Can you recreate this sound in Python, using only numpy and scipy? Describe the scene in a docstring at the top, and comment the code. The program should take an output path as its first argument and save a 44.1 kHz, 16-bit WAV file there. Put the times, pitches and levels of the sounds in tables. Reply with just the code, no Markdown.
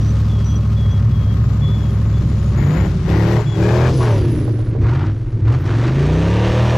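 """A steady engine drone with squeals on the left, then hard revving: two eight-cylinder trucks, sand hill, open woods.
Drone: engine-order tones over firing-gated clatter; it slows and fades out. Revved engine: orders sweep through fixed
pipe resonances, firings gate rasp and hiss, throttle stabs open and shut it; its image moves from left to near centre.
Brakes, belts and whistles squeal as gliding sines; pops, shrill air and wind are shaped noise, as is the rumble."""
import sys
import numpy as np
from scipy import signal
from scipy.fft import rfft, irfft, next_fast_len
from scipy.io import wavfile
from scipy.ndimage import uniform_filter1d

SR = 44100
rng = np.random.default_rng(int(sys.argv[2]) if len(sys.argv) > 2 else 0)


def int16_out(signal):
    """Quantize to a 16-bit WAV file."""
    q = np.round(np.clip(np.atleast_2d(signal).T, -1, 1) * 32767)
    wavfile.write(sys.argv[1], SR, q.astype(np.int16))


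N = 298557
T = np.arange(N) / SR


def from_db(db):
    """Gain of a level in dB."""
    return 10 ** (np.asarray(db) / 20)


def rms_one(x):
    """Scaled to rms 1."""
    return x / np.sqrt(np.mean(x ** 2) + 1e-20)


def in_time(rows):
    """Columns of a time table, one value per sample."""
    s, *columns = np.transpose(rows)
    return [np.interp(T, s, c) for c in columns]


def at_hz(points, hz):
    """Spectrum table read on a log-frequency axis."""
    table = np.array(points)
    return np.interp(np.log(hz), np.log(table[:, 0]), table[:, 1])


def above(hz, corner_hz):
    """Octaves above a corner, zero below it."""
    return np.log2(np.maximum(hz / corner_hz, 1))


def drift(rate_hz):
    """Slow random wander of spread 1, computed every 40 samples."""
    r = np.exp(-80 * np.pi * rate_hz / SR)
    noise = rng.standard_normal(N // 40 + 2002)
    slow = signal.lfilter([1], [1, -2 * r, r * r], noise)[2000:]
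    return np.interp(np.arange(N) / 40, np.arange(len(slow)), rms_one(slow))


def coloured(spectrum, gate=1, repeating=0):
    """Gated white noise plus optional repeating part, shaped by a spectrum, silent outside it; rms 1."""
    size = next_fast_len(N)
    hz = np.maximum(np.arange(size // 2 + 1) * SR / size, 1)
    inside = (hz > spectrum[0][0]) & (hz < spectrum[-1][0])
    source = gate * (rng.standard_normal(N) + repeating)
    shaped = rfft(source, size) * from_db(at_hz(spectrum, hz)) * inside
    return rms_one(irfft(shaped, size)[:N])


def pan(x, left_db):
    """Two channels, left over right by left_db; their mean stays x."""
    ratio = from_db(left_db)
    return x * np.array([ratio, np.ones_like(ratio)]).reshape(2, -1) * 2 / (1 + ratio)


def crank(cycle_hz, wobble):
    """Engine-cycle angle in rad; the speed wavers slightly."""
    return 2 * np.pi * np.cumsum(cycle_hz * (1 + wobble * drift(8))) / SR


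# firings of one cycle, 1 = leaves by the nearer pipe: [flag]
NEAR_PIPE = [1, 0, 1, 1, 0, 1, 0, 0]


def firing_phase():
    """Order phases that follow from uneven cylinders dealt to two pipes."""
    return np.angle(np.fft.fft(NEAR_PIPE + 0.12 * rng.standard_normal(len(NEAR_PIPE))))


def puffs(angle, sharp):
    """Gate that jumps at each firing and decays, larger for the nearer pipe."""
    firings = angle * 8 / (2 * np.pi)
    cylinder = firings.astype(int) % 8
    return (2.2 + np.take(NEAR_PIPE, cylinder)) * (np.exp(-sharp * (firings % 1)) + .9)


# revved engine speed: [start_s, cycle_hz]
REV_SPEED = [(0.0, 22.1), (0.21, 20.9), (0.81, 12.1), (0.98, 11.9), (1.32, 21.9), (1.71, 29.6),
             (2.02, 23.4), (2.3, 25.6), (2.45, 20.8), (2.85, 35.4), (3.07, 33.7), (3.37, 38.8),
             (3.58, 35.6), (3.92, 43.4), (4.0, 41.7), (4.19, 33.9), (4.44, 25.1), (4.72, 13.7),
             (4.81, 11.9), (5.09, 20.6), (5.14, 21.0), (5.21, 20.1), (5.41, 11.7), (5.7, 20.6),
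             (6.08, 30.0), (6.22, 33.4), (6.39, 36.6), (6.58, 39.1), (6.77, 40.5)]
# how far left and how scattered, throttle open: [start_s, left_db, wide_db]
SIDE = [(0, 4, -2), (.9, 7, -1), (1.4, 19, 4.5), (2.0, 10, 2), (2.6, 12, 1.5), (3.75, 10.5, 1),
        (4.03, 5, -5.5), (4.55, -6, 4.5), (5.0, 1.5, -28), (6.77, -1, -37)]


def revving():
    """Orders, growl, rasp and hiss of one engine; lower parts stand nearer the centre than the rasp."""
    (cycle_hz,), (_, wide_db) = in_time(REV_SPEED), in_time(SIDE)
    (boom_db, bark_db, rasp_db, hiss_db, _), ring_hz, ring_db, left_db = throttle()
    acceleration = uniform_filter1d(np.gradient(cycle_hz) * SR, size=2000)
    slowing = np.clip(-acceleration / 10, 0, 1)
    angle = crank(cycle_hz, wobble=.0015)
    overrun = np.clip((-31 - rasp_db) / 8, 0, 1)  # throttle shut: the engine burbles
    facing = np.clip(1 - np.abs(left_db) / 4, 0, 1)
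    boom, bark = rev_orders(cycle_hz, angle, slowing, overrun, facing)
    # at low speed the firings are uneven and the orders blur into growl
    clear = np.clip((cycle_hz - 10) / 18, .1, 1) * (1 - .45 * overrun)
    bark = bark * from_db(bark_db + 6.0) * clear + growl(angle, bark_db, clear)
    rasp = exhaust_rasp(cycle_hz, angle, rasp_db, facing) + throat(cycle_hz, angle, rasp_db, ring_hz, ring_db)
    hiss = intake_hiss(angle, hiss_db) + alternator(cycle_hz, angle, hiss_db, slowing)
    # scattered by trees, opposite in the two channels
    wide = from_db(hiss_db - 6.5) * coloured(HISS) + from_db(rasp_db - 18) * coloured(RASP)
    wide *= from_db(wide_db)
    out = pan(np.sqrt(2) * from_db(boom_db) * boom, 0.023 * left_db)
    out += pan(bark, 0.24 * left_db) + pan(rasp, left_db) + pan(hiss, .45 * left_db)
    return out + wide * [[1], [-1]]


# boom orders, repeating every eight: [multiple, level_db]
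REV_ORDERS = [(1, -31.5), (2, -3), (3, -3.5), (4, -17), (5, 4), (6, -6), (7, -4), (8, 7)]
# muffler boom: [hz, gain_db]
BOOM_PIPE = [(25, -17.5), (50, -9), (64, 0), (75, -6.5), (110, 2.5), (140, 0), (190, -12.5), (240, -30),
             (300, -33.5)]
# tailpipe resonances: [hz, gain_db]
BARK_PIPE = [(200, 3), (270, 5), (360, 3.5), (440, -0.5), (520, 0), (700, -3.5), (1000, -2), (1400, 3)]
# tailpipe orders from the sixth up, heard from ahead: [level_db]
BARK_AHEAD = [-23, -27, -15, -12, -18, -17, -19, -11, -15, -31, -19, -22, -35, -24, -22, -29, -33, -26, -30,
              -20, -27, -21, -33, -30, -20, -28, -29, -30]
# same, from the side: [level_db]
BARK_SIDE = [-26, -30, -20, -11, -20, -14, -25, -18, -19, -39, -19, -29, -36, -31, -33, -31, -32, -27, -34,
             -26, -36, -31, -34, -36, -33, -36, -36, -38]
# same, while the speed falls: [level_db]
BARK_SLOWING = [-26, -26, -21, -12, -18, -11, -21, -21, -22, -23, -15, -28, -30, -30, -29, -30, -29, -27,
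                -13, -23, -25, -21, -31, -30, -31, -33, -32, -34]
# while slowing only the muffler's centre booms, and the orders even out by a share
COAST_LOSS_DB_PER_OCT, BOOM_HZ, COAST_EVEN_SHARE = 27, 110, .8
FIRING_TOP_HZ, FIRING_TOP_DB_PER_OCT = 127, 31  # the firing order and above boom only low down
SHUT_DULL_DB_PER_OCT = 26  # throttle shut: the bark loses its top
UPPER_ORDERS_DB_PER_CYCLE_HZ = 1.0  # orders above the sixteenth sink below final speed


def rev_orders(cycle_hz, angle, slowing, overrun, facing):
    """Multiples of the engine cycle swept through fixed muffler (boom) and tailpipe (bark) resonances."""
    phase, boom, bark = firing_phase(), 0, 0
    for k in range(1, 6 + len(BARK_AHEAD)):
        hz = k * cycle_hz
        upper = k > 2 * len(NEAR_PIPE)
        flutter_db = (1.2 + 1.2 * (k > 5) + 1.2 * (k > 16) + .8 * overrun) * drift(9)
        wave = np.cos(k * angle + phase[k % 8] - np.pi * k ** 2 / 21) * from_db(flutter_db)
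        db = REV_ORDERS[(k - 1) % 8][1] * (1 - COAST_EVEN_SHARE * slowing) + at_hz(BOOM_PIPE, hz)
        db -= 16.0 * overrun * above(hz, 125)
        db -= slowing * COAST_LOSS_DB_PER_OCT * np.abs(np.log2(hz / BOOM_HZ))
        db -= FIRING_TOP_DB_PER_OCT * (k >= len(NEAR_PIPE)) * above(hz, FIRING_TOP_HZ)
        boom = boom + wave * from_db(db) * (hz < BOOM_PIPE[-1][0])
        if k < 6:
            continue
        steady_db = facing * BARK_AHEAD[k - 6] + (1 - facing) * BARK_SIDE[k - 6]
        db = slowing * BARK_SLOWING[k - 6] + (1 - slowing) * steady_db
        db += at_hz(BARK_PIPE, hz) - at_hz(BARK_PIPE, hz[-1])
        db -= SHUT_DULL_DB_PER_OCT * overrun * above(hz, 420)
        db -= UPPER_ORDERS_DB_PER_CYCLE_HZ * upper * np.maximum(cycle_hz[-1] - cycle_hz, 0)
        bark = bark + wave * from_db(db - 2.5 * facing * upper) * (hz > BARK_PIPE[0][0])
    return boom, bark


# growl spectrum: [hz, shape_db]
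GROWL = [(200, -18.5), (260, -9), (320, 0.5), (370, -5), (430, -11), (750, -26)]


def growl(angle, bark_db, clear):
    """Firing-gated noise that stands in where the orders blur."""
    return from_db(bark_db - 2) * (1.15 - clear) * coloured(GROWL, puffs(angle, sharp=2.0))


# exhaust rasp from the side: [hz, shape_db]
RASP = [(350, -11.5), (600, -5.5), (710, -5.5), (915, -5.5), (1490, -8), (1650, -10), (1810, -10),
        (2250, -13.5), (2650, -18.5), (4500, -26.5), (5850, -36), (9900, -120)]
# exhaust rasp from ahead at high speed: [hz, shape_db]
RASP_AHEAD = [(350, -5), (600, 1.5), (860, -9.5), (950, 0.5), (1060, -12.5), (1180, -1.5), (1320, -10.5),
              (1730, -8.5), (2060, -13), (2830, -12), (3000, -15), (3740, -16), (6000, -44.5), (7800, -72),
              (13200, -120)]
BRIGHT_FROM_CYCLE_HZ, BRIGHT_SPAN_CYCLE_HZ = 20, 16  # the rasp ahead takes over with speed
REPEAT_GAIN = .7  # noise that is the same in every engine cycle


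def exhaust_rasp(cycle_hz, angle, rasp_db, facing):
    """Exhaust noise gated by each firing, part of it repeating every cycle."""
    gate = puffs(angle, sharp=0.92)
    ahead = facing * np.clip((cycle_hz - BRIGHT_FROM_CYCLE_HZ) / BRIGHT_SPAN_CYCLE_HZ, 0, 1)
    step = (angle / (2 * np.pi) % 1 * 1024).astype(int)
    same = REPEAT_GAIN * rng.standard_normal(1024)[step]
    level = from_db(rasp_db + 1.0 * drift(14.0))
    side_part = np.sqrt(1 - ahead) * coloured(RASP, gate, same)
    ahead_part = np.sqrt(ahead) * coloured(RASP_AHEAD, gate, same)
    return level * (side_part + ahead_part)


UPPER_RING_DB = -5.5  # second throat resonance re first


def throat(cycle_hz, angle, rasp_db, ring_hz, ring_db):
    """The throat rings on the engine orders nearest its two pitches, part tone and part noise."""
    order = np.round(ring_hz / cycle_hz)
    band = .7 * coloured([(2, 0), (90, 0), (200, -12), (450, -30)])
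    band += .6 * (1 + .8 * np.cos(2 * angle) + .5 * np.cos(3 * angle))
    turn = np.gradient(angle)
    ring = np.cos(np.cumsum(order[0] * turn)) + from_db(UPPER_RING_DB) * np.cos(np.cumsum(order[1] * turn))
    return from_db(rasp_db + ring_db) * band * ring


# intake hiss: [hz, shape_db]
HISS = [(1470, -37.5), (2500, -6.5), (3010, -5.5), (3330, -6), (4500, -8), (6040, -9.5), (6400, -11.5),
        (8290, -19.5), (12300, -31), (13900, -45.5)]


def intake_hiss(angle, hiss_db):
    """Intake air noise, lightly gated by the firings."""
    return from_db(hiss_db - 1.0 + 0.98 * drift(16)) * coloured(HISS, puffs(angle, sharp=0.24))


PULSES_PER_CYCLE = 23.65
WHINE_CENTRE_HZ, WHINE_SQUARED_LOG_WIDTH, WHINE_RE_HISS_DB = 6000, .014, -11.5
# a second window opens while slowing, above a least speed
SLOWING_CENTRE_HZ, SLOWING_MIN_CYCLE_HZ = 4750, 21.5
WHINE_FROM_S = 3.92  # heard once the bonnet faces us


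def alternator(cycle_hz, angle, hiss_db, slowing):
    """Harmonics of the alternator pulse rate heard through fixed frequency windows."""
    out = np.zeros(N)
    for k in range(5, 13):
        hz = k * PULSES_PER_CYCLE * cycle_hz
        window = np.exp(-np.log(hz / WHINE_CENTRE_HZ) ** 2 / WHINE_SQUARED_LOG_WIDTH)
        lower = np.exp(-2 * np.log(hz / SLOWING_CENTRE_HZ) ** 2 / WHINE_SQUARED_LOG_WIDTH)
        window += 2 * slowing * (cycle_hz > SLOWING_MIN_CYCLE_HZ) * lower
        gain = from_db(hiss_db + WHINE_RE_HISS_DB - 4 * (k > 9) + 2.5 * drift(9))
        out += gain * window * (T > WHINE_FROM_S) * np.cos(k * PULSES_PER_CYCLE * angle)
    return out


# throttle nearly shut: [start_s, boom_db, bark_db, rasp_db, hiss_db, shrill_db]
COASTING = [(0, -52, -48, -41, -44, -66), (.6, -28.5, -52, -45.5, -48, -66.5),
            (1.6, -22.5, -38, -41.5, -50, -65), (2.3, -26, -37, -42.5, -48, -67.5),
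            (3.0, -41, -30.5, -40.5, -47.5, -73), (3.5, -22, -29.5, -37.5, -47.5, -69),
            (3.93, -11, -15, -36.5, -38.5, -67), (4.3, -14, -21.5, -39, -48, -67),
            (4.58, -21.5, -26.5, -45.5, -55, -84), (4.78, -19, -29.5, -47, -57, -92),
            (5.4, -24.5, -32, -49, -59, -100), (5.62, -22.5, -27, -38.5, -53, -62)]
# throttle stabs, levels at mid-hold: [start_s, held_s, release_s, swell_db_per_s, boom_db, bark_db, rasp_db,
# hiss_db, shrill_db, throat_hz, throat_re_rasp_db, upper_throat_hz]
STABS = [(2.53, .31, .1, 8, -17, -25, -31, -46.5, -58, 1870, -10, 2120),
         (3.04, .33, .08, 6, -13, -18, -27.5, -40, -57, 1915, -8, 2130),
         (3.545, .325, .06, 12, -13, -15, -27, -38, -59, 1660, -5, 2420),
         (3.975, .11, .16, -10, -14, -21, -25, -39, -62, 1000, -9, 1600),
         (4.79, .28, .06, -8, -23, -26, -33, -50, -78, 950, -4, 1400),
         (5.43, .12, .06, 0, -19, -23.5, -31, -47, -72, 1200, -12, 1750),
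         (5.61, .27, .08, 14, -21, -23, -32, -44, -75, 1500, -14, 1000),
         (5.9, .9, .1, 11, -15, -21.5, -27.5, -40, -70, 1770, -12, 2400)]
# part of the swell taken by boom, bark, rasp, hiss, shrill air: [share]
SWELL_SHARES = [0.54, 0.32, 0.98, 0.79, .8]
ATTACK_S, THROAT_SHUT_DB = 0.061, -35
SHUT_SIDE_SHARE = 0.92  # throttle shut: less one-sided


def throttle():
    """Each stab blends the coasting levels toward its own: attack, swelling hold, release."""
    levels, opening, throat_db = np.array(in_time(COASTING)), np.zeros(N), THROAT_SHUT_DB
    for s, held, release, swell, *db, _, ring_db, _ in STABS:
        falling = 1 - (T - s - held) / max(release, .01)
        on = np.clip(np.minimum((T - s) / ATTACK_S, falling), 0, 1)
        from_middle = np.clip(T - s - held / 2, -held / 2, held / 2)
        full = np.reshape(db, (-1, 1)) + np.outer(SWELL_SHARES, swell * from_middle)
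        levels = levels + on * (full - levels)
        opening = np.maximum(opening, on)
        throat_db = throat_db + on * (ring_db - throat_db)
    latest = np.maximum(np.searchsorted([row[0] for row in STABS], T) - 1, 0)
    ring_hz = np.array([(row[-3], row[-1]) for row in STABS])[latest].T
    left_db = in_time(SIDE)[0] * (SHUT_SIDE_SHARE + (1 - SHUT_SIDE_SHARE) * opening)
    return levels, ring_hz, throat_db, left_db


# droning engine speed: [start_s, cycle_hz]
DRONE_SPEED = [(0, 13.2), (2.3, 13.25), (2.5, 12.8), (2.8, 11.6), (3.25, 9.4), (3.55, 8.4), (3.8, 7.7),
               (4.2, 7.2)]
# drone level: [start_s, level_db]
DRONE = [(0, -16.5), (2.4, -16.5), (2.8, -16.5), (3.1, -21), (3.4, -25.5), (3.8, -30), (4.2, -36.5)]
# drone orders at the starting speed: [multiple, level_db]
DRONE_ORDERS = [(1, -40), (2, -35), (3, -25), (4, -21), (5, -3), (6, -13), (7, -13), (8, 0), (9, -19),
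                (10, -14), (11, -10), (12, -21), (13, -13), (14, -21), (15, -20), (16, -15), (17, -21),
                (18, -25), (19, -35), (20, -31), (21, -27), (22, -35)]
# muffler resonance: [hz, gain_db]
MUFFLER = [(40, -9.5), (70, -3.5), (105, 4), (140, 7), (210, -11.5), (320, -32)]
# clatter with body resonances: [hz, shape_db]
CLATTER = [(180, -41.5), (340, -22), (390, 8.5), (450, -1.5), (510, -3), (560, 3), (620, -4.5),
           (820, -12.5), (1030, -6.5), (1095, 0), (1160, -11.5), (1235, -0.5), (1310, -11), (1680, -18),
           (3000, -31.5), (6600, -120)]


def drone():
    """Clean orders of a steady engine over gated clatter; the muffler lifts orders that sink into its boom."""
    (cycle_hz,), (level_db,) = in_time(DRONE_SPEED), in_time(DRONE)
    angle, phase = crank(cycle_hz, wobble=.002), firing_phase()
    tones = 0
    for k, db in DRONE_ORDERS:
        hz = k * cycle_hz
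        lift_db = at_hz(MUFFLER, hz) - at_hz(MUFFLER, hz[0])
        smear = np.pi * k ** 2 / 18  # the pipe smears the pulses
        wave = np.cos(k * angle + phase[int(k) % 8] + smear)
        tones = tones + from_db(db + lift_db + .8 * drift(4)) * wave
    clatter = from_db(-22.0 + 1.0 * drift(22)) * coloured(CLATTER, puffs(angle, sharp=2.4))
    fade = np.clip((DRONE[-1][0] + 0.52 - T) / 0.21, 0, 1)
    return from_db(level_db) * fade * (np.sqrt(2) * tones + pan(clatter, 4.0))


# brake squeals: [start_s, length_s, first_hz, last_hz, level_db]
BRAKE = [(.29, 0.11, 3490, 3220, -45.5), (.375, 0.078, 3350, 3260, -49), (.48, 0.1, 3310, 3280, -44),
         (.61, 0.048, 3300, 3300, -54), (.76, 0.14, 3420, 3254, -42), (.89, 0.11, 3350, 3290, -43.5),
         (1.1, 0.17, 3340, 3240, -48), (1.27, 0.075, 3260, 3250, -47.5), (1.61, 0.168, 3390, 3430, -38),
         (1.75, .165, 3410, 3270, -48), (2.13, 0.081, 3420, 3450, -48.5), (3.455, 0.065, 3340, 3390, -41.5),
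         (3.515, 0.061, 3400, 3280, -39.5)]
# belt chirps: [start_s, length_s, first_hz, last_hz, level_db]
BELT = [(0, 0.086, 5750, 5850, -51), (.075, 0.051, 6000, 5950, -45), (.44, 0.1, 5850, 6000, -45.5),
        (.55, 0.031, 5900, 5950, -43), (.9, 0.039, 5870, 6070, -49)]
# faint whines: [start_s, length_s, first_hz, last_hz, level_db]
WHINE = [(1.35, 1.2, 7200, 6840, -63), (2.55, 0.34, 6750, 7050, -53), (3.36, 0.51, 7200, 6870, -54.5),
         (5.65, 0.39, 6900, 6870, -65)]
# high whistles: [start_s, length_s, first_hz, last_hz, level_db]
WHISTLE = [(1.65, .08, 10450, 10350, -68), (1.86, .11, 10400, 10400, -64.5),
           (2.0, 0.061, 10400, 10840, -66), (2.17, 0.058, 10350, 10360, -66),
           (2.265, 0.055, 10570, 10500, -64), (2.36, 0.057, 10450, 10400, -64.5),
           (2.42, .11, 10350, 10500, -64), (2.6, 0.45, 10550, 10350, -71), (3.93, .3, 10370, 10640, -54.5),
           (4.22, .22, 10600, 10040, -55), (4.43, 0.15, 10200, 10400, -58), (4.56, 0.16, 10200, 10500, -69),
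           (5.07, .35, 10450, 10400, -78)]


def squeals():
    """Brake, belt, whine and whistle tones; the whistles have a weaker upper partial."""
    out = squeal(BRAKE, spread_hz=15, flutter_db=1.3, fade_db_per_s=14, edge_s=.014)
    out += squeal(BELT, spread_hz=57, flutter_db=2.5, fade_db_per_s=-11, edge_s=0.0093)
    out += squeal(WHINE, spread_hz=130, flutter_db=4.0, fade_db_per_s=-2.0, edge_s=0.022)
    out += squeal(WHISTLE, spread_hz=100, flutter_db=4.5, fade_db_per_s=0, edge_s=.02)
    out += from_db(-14) * squeal(WHISTLE, spread_hz=130, flutter_db=4, fade_db_per_s=0, edge_s=.02, ratio=1.29)
    return out


def squeal(rows, spread_hz, flutter_db, fade_db_per_s, edge_s, ratio=1):
    """Stick-slip tones: sines that glide and jitter in pitch, fade or swell, flutter, soft at the ends."""
    out = np.zeros(N)
    jitter_hz, flutter = spread_hz * drift(120), from_db(flutter_db * drift(38))
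    for s, length, first_hz, last_hz, db in rows:
        since = np.clip(T - s, 0, length)
        edge = np.clip(np.minimum(since, length - since) / edge_s, 0, 1)
        pitch_hz = ratio * (first_hz + (last_hz - first_hz) * since / length) + jitter_hz
        gain = np.sqrt(2) * edge * from_db(db - fade_db_per_s * since)
        out += gain * np.cos(2 * np.pi * np.cumsum(pitch_hz) / SR)
    return out * flutter


# throttle-off pops: [start_s, level_db]
POPS = [(4.478, -20), (4.588, -24), (4.751, -22), (5.499, -20)]


def pops():
    """Short noisy bursts coloured by the tailpipe."""
    gate = np.zeros(N)
    for s, db in POPS:
        since = np.maximum(T - s, 0)
        gate += from_db(db) * (1 - np.exp(-since / .0008)) * np.exp(-since / .012)
    burst = gate * coloured([(200, 13.5), (500, 15.0), (1100, -5.5), (2500, -34)])
    return pan(burst, left_db=-11)


# shrill air: [hz, shape_db]
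SHRILL = [(10800, -9.5), (11500, -13.5), (12200, -2.5), (13000, -7), (13800, -12.5), (15600, -28.5)]


def shrill_air(shrill_db, left_db):
    """Treble air noise that follows the throttle."""
    return pan(from_db(shrill_db + 1.3 * drift(20)) * coloured(SHRILL), 3 + 1.4 * left_db)


def scattered_air(shrill_db, wide_db):
    """The same treble scattered to the sides, opposite in the two channels."""
    return from_db(shrill_db - 5 + .5 * wide_db) * coloured(SHRILL) * [[1], [-1]]


# body and ground rumble: [hz, shape_db]
RUMBLE = [(20, -12), (35, -6), (60, -2), (110, 0), (200, -8), (350, -14), (600, -30)]


def rumble():
    """Low noise of body and ground, wandering in level."""
    return from_db(-30.5 + 6.7 * drift(2.6)) * coloured(RUMBLE)


# wind on the microphone ports: [start_s, level_db]
WIND = [(0, -42), (4.1, -40), (4.25, -32), (4.5, -35), (5.0, -33), (5.3, -27), (5.6, -38), (6.4, -41),
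        (6.77, -35)]


def wind(wide_db):
    """Low turbulence noise: gusts common to both channels plus a part opposite in them."""
    (wind_db,) = in_time(WIND)
    gusts = from_db(wind_db + 3 * drift(6)) * coloured([(15, -12), (28, -3), (45, 0), (70, -10)])
    sideways_db = wind_db - 2 + np.minimum(wide_db, -4) + 4 * drift(3)
    sideways = from_db(sideways_db) * coloured([(15, 0), (45, -5), (90, -9), (200, -9), (300, -20)])
    return gusts + sideways * [[1], [-1]]


def scene():
    """Squeals, shrill air, wind, rumble, pops and the two engines."""
    (levels, *_, left_db), (_, wide_db) = throttle(), in_time(SIDE)
    mix = pan(squeals(), .5 * left_db)
    mix += shrill_air(levels[-1], left_db)
    mix += wind(wide_db)
    mix += rumble()
    mix += drone()
    mix += pops()
    mix += scattered_air(levels[-1], wide_db)
    return mix + revving()


def record(dry):
    """Quick gain control evens out the loudest throbs, peaks are rounded, the top is cut."""
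    level = np.sqrt(uniform_filter1d(np.mean(dry ** 2, axis=0), size=900) + 1e-12)
    gain = np.minimum(1, (level / from_db(-14)) ** -.4)
    rounded = 1.106 * np.tanh(gain * dry / 1.087)
    top_cut = signal.cheby2(12, 70, 15700, fs=SR, output="sos")  # stopband edge in Hz
    return signal.sosfilt(top_cut, rounded)


dry = scene()
out = record(dry)
int16_out(out)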